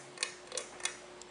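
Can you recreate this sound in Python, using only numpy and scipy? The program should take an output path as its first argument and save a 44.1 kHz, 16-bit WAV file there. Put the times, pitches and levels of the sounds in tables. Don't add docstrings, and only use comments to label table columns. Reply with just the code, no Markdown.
import sys
import numpy as np
from scipy import signal
from scipy.fft import rfft
from scipy.io import wavfile
from scipy.ndimage import uniform_filter1d

SR = 44100
rng = np.random.default_rng(int(sys.argv[2]) if len(sys.argv) > 2 else 0)


def transcribe(u):
    v = np.clip(np.atleast_2d(u).T, -1, 1)
    q = np.round(v * 32767).astype(np.int16)
    wavfile.write(sys.argv[1], SR, q)


N = 57330

# frequency in Hz, relative density in dB.
AIR_SPECTRUM = [(20, -23), (45, -17.5), (90, -9.5), (130, -2), (190, 0), (280, 2.5), (450, 2), (700, 1.5),
                (1080, -0.5), (1250, -4), (2100, -5.5), (3000, -7), (4500, -10.5), (6200, -16),
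                (8300, -15.5), (9800, -19)]
AIR_DB, AIR_PATCH_DB, AIR_SWELL_DB = -54, .8, .3
# frequency in Hz, rms level in dB, noise share, noise bandwidth in Hz.
HUM_LINES = [(360.4, -58, 0.19, 12), (586.3, -65.5, 0.77, 12.8), (1123, -77, .7, 8.4), (2150, -74.5, 1, 22)]
WHINE_LINE = (7600, -74.5, .8, 60)
# frequency in Hz, rms level in dB, start and end in seconds.
DRONES = [(58, -74.5, 0.37, 1.4), (137.6, -64.5, -.1, 0.17)]
DRONE_FADE_S = .095

# start in seconds, length in seconds, level in dB.
SCUFF = (.72, 0.078, -50)
# start in seconds, level in dB, T60 (time to fall 60 dB) in seconds.
SNAP = (1.2158, -35.5, 0.014)
# frequency in Hz, relative density in dB.
SCUFF_SPECTRUM = [(100, -15), (300, 0), (800, -1), (1400, -5), (2200, -6.5), (3500, -21.5), (10000, -28)]
SNAP_SPECTRUM = [(1000, -44), (3300, 4), (4300, -3), (5200, 5), (7700, 4), (8600, -4), (10000, -10)]

# frequency in Hz, T60 in seconds (negative: the band grows).
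ROOM_T60 = [(300, 0.86), (800, -0.28), (1400, 0.56), (2100, 0.4), (3200, 0.18), (5500, 0.62), (10000, 0.5)]
# frequency in Hz, gain in dB.
ROOM_GAIN = [(300, -1.5), (600, -4), (1100, -1), (2100, -4), (3200, -11.5), (4400, -13.5), (6000, -6.5),
             (8000, -12), (10000, -11.5)]
ROOM_BUILD_S = .018

# frequency in Hz, relative density in dB.
CRACK_SPECTRUM = [(300, -4), (600, 3), (900, 1.5), (1500, 3.5), (2200, 3.5), (3050, -12), (4100, -1),
                  (5300, -6), (6300, -2), (8000, -3), (9700, 1.5)]
CRACK_DB, ROOM_EXTRA_CRACK_DB, CRACK_T60_S = 14.5, 7, .033
MODE_HZ = [445, 510, 1090, 1400, 1812, 2127, 2513, 2890, 3423, 3760, 4090, 4420, 4790, 5770, 6072, 6850,
           7350, 8600, 9000, 9600]
CONTACTS = ["first", "second", "third"]
# T60 in seconds, relative level in dB for each contact.
HOUSING_MODES = [(0.21, -28, -4.5, -16), (0.084, -0.5, 13.5, -4), (0.087, 2, 1.5, -18),
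                 (0.02, -30, -5, -12), (0.059, 8, -4, 2), (0.061, -3, -25.5, 1), (0.038, 5, -2, 2),
                 (0.11, -14.5, -10.5, -10), (0.053, -12, 3, 3.5), (0.035, -7.5, 3.5, 1.5),
                 (0.022, -1, 8, -22.5), (0.017, 9.5, 6, -16), (0.019, -2.5, -9, 5),
                 (0.036, -15.5, -6.5, -1), (0.043, -3, -2, 2.5), (0.025, 3.5, -11.5, -3.5),
                 (0.025, -20.5, 3, -4.5), (0.011, 13.5, -5.5, -2.5), (.02, -1, -3, -1),
                 (0.02, -8.5, 4, 1.5)]
BAND_EDGES_HZ = [300, 800, 2500, 5000, 11000]
# start in seconds, contact, attack in seconds, level in dB in each of the four bands.
IMPACTS = [(-.06, "second", 0.00067, -46, -42, -51, -32.5),
           (0.1757, "first", 0.00043, -52.5, -48, -49.5, -50),
           (0.2072, "first", .0006, -52, -45.5, -60, -45),
           (0.2271, "first", 0.00092, -46.5, -38, -29, -30.5),
           (0.4726, "second", 0.00045, -55.5, -54, -56, -55.5),
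           (0.5182, "second", 0.00023, -45.5, -48.5, -44.5, -51),
           (0.549, "second", 0.00027, -38, -47, -43, -72),
           (.5738, "second", 0.0022, -49.5, -45.5, -36.5, -31),
           (.5895, "third", 0.00069, -49.5, -51, -54, -48), (.605, "third", .001, -51, -55, -56, -46),
           (0.8007, "third", 0.001, -51.5, -46, -80, -50.5),
           (0.8361, "first", 0.00033, -50, -44.5, -55, -43),
           (0.8518, "third", .001, -47.5, -36, -31.5, -30)]
LEAD_S = .1
CUTOFF_HZ = 10080


def amp(db):
    return 10 ** (np.asarray(db) / 20)


def unit_rms(x):
    return x / np.sqrt(np.mean(x ** 2) + 1e-20)


def curve_at(points, hz):
    point_hz, values = np.transpose(points)
    return np.interp(np.log(hz + 1), np.log(point_hz + 1), values)


def add(mix, start_s, sound):
    part = mix[round(start_s * SR):][:len(sound)]
    part += sound[:len(part)]


def coloured_noise(spectrum, size):
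    gain = amp(curve_at(spectrum, np.fft.rfftfreq(size, 1 / SR)))
    return unit_rms(np.fft.irfft(rfft(rng.standard_normal(size)) * gain, size))


def bandpass(x, lo_hz, hi_hz):
    return signal.sosfilt(signal.butter(3, [lo_hz, hi_hz], "band", fs=SR, output="sos"), x)


def moving_air():
    _, _, spectra = signal.stft(coloured_noise(AIR_SPECTRUM, N), SR, nperseg=512)
    across_frequency = uniform_filter1d(rng.standard_normal(spectra.shape), size=8, axis=0)
    patches = unit_rms(uniform_filter1d(across_frequency, size=8, axis=1))
    swell = unit_rms(uniform_filter1d(rng.standard_normal(spectra.shape[1]), size=24))
    _, flow = signal.istft(spectra * amp(AIR_PATCH_DB * patches + AIR_SWELL_DB * swell))
    return amp(AIR_DB) * unit_rms(flow[:N])


def motor():
    t, out = np.arange(N) / SR, np.zeros(N)
    for hz, db, share, width in HUM_LINES + [WHINE_LINE]:
        settled_noise = bandpass(rng.standard_normal(2 * N), hz - width / 2, hz + width / 2)[N:]
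        tone = np.sqrt(2) * np.sin(2 * np.pi * (hz * t + rng.random()))
        out += amp(db) * unit_rms(max(1 - share, 0) * tone + share * unit_rms(settled_noise))
    for hz, db, start, end in DRONES:
        gate = np.clip(np.minimum(t - start, end - t) / DRONE_FADE_S + .5, 0, 1)
        out += amp(db) * gate * np.sqrt(2) * np.sin(2 * np.pi * (hz * t + rng.random()))
    return out


def snap_and_scuff():
    out, t = np.zeros(N), np.arange(SR // 10) / SR
    start, db, t60 = SNAP
    add(out, start, amp(db - 60 * t / t60) * coloured_noise(SNAP_SPECTRUM, len(t)))
    start, length, db = SCUFF
    progress = np.arange(0, length, 1 / SR) / length
    envelope = np.minimum(progress / .06, 1) * (1 - progress ** 2)
    add(out, start, amp(db) * envelope * coloured_noise(SCUFF_SPECTRUM, len(progress)))
    return out


def reverberation(x):
    hz, t, spectra = signal.stft(rng.standard_normal(SR // 2), SR, nperseg=256)
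    build_up = 1 - np.exp(-(t / ROOM_BUILD_S) ** 2)
    envelope = amp(-60 * t / curve_at(ROOM_T60, hz)[:, None]) * build_up
    envelope /= np.sqrt((envelope ** 2).mean(1, keepdims=True) * SR / 2)
    _, response = signal.istft(spectra * envelope * amp(curve_at(ROOM_GAIN, hz))[:, None])
    return signal.fftconvolve(x, response)[:len(x)]


def impact(contact, attack_s, levels_db, crack_db):
    t = np.arange(SR // 5) / SR
    ring = amp(crack_db - 60 * t / CRACK_T60_S) * coloured_noise(CRACK_SPECTRUM, len(t))
    for hz, (t60, *contact_db) in zip(MODE_HZ, HOUSING_MODES):
        envelope = amp(contact_db[CONTACTS.index(contact)] - 60 * t / t60)
        ring += envelope * np.sin(2 * np.pi * (hz * t + rng.random()))
    ring *= 1 - np.exp(-t / attack_s)
    bands = [bandpass(ring, lo, hi) for lo, hi in zip(BAND_EDGES_HZ, BAND_EDGES_HZ[1:])]
    return sum(amp(db) * band / np.std(band[:SR // 100]) for band, db in zip(bands, levels_db))


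def loose_part(crack_db):
    out = np.zeros(N + round(LEAD_S * SR))
    for start, contact, attack_s, *levels_db in IMPACTS:
        add(out, start + LEAD_S, impact(contact, attack_s, levels_db, crack_db))
    return out


def scene():
    clicks = loose_part(CRACK_DB) + reverberation(loose_part(CRACK_DB + ROOM_EXTRA_CRACK_DB))
    return (clicks[-N:] + snap_and_scuff() + moving_air() + motor())[None]


def record(dry):
    lowpass = signal.firwin(401, CUTOFF_HZ, window=("kaiser", 7), fs=SR)
    return signal.oaconvolve(dry, lowpass[None], "same")


dry = scene()
out = record(dry)
transcribe(out)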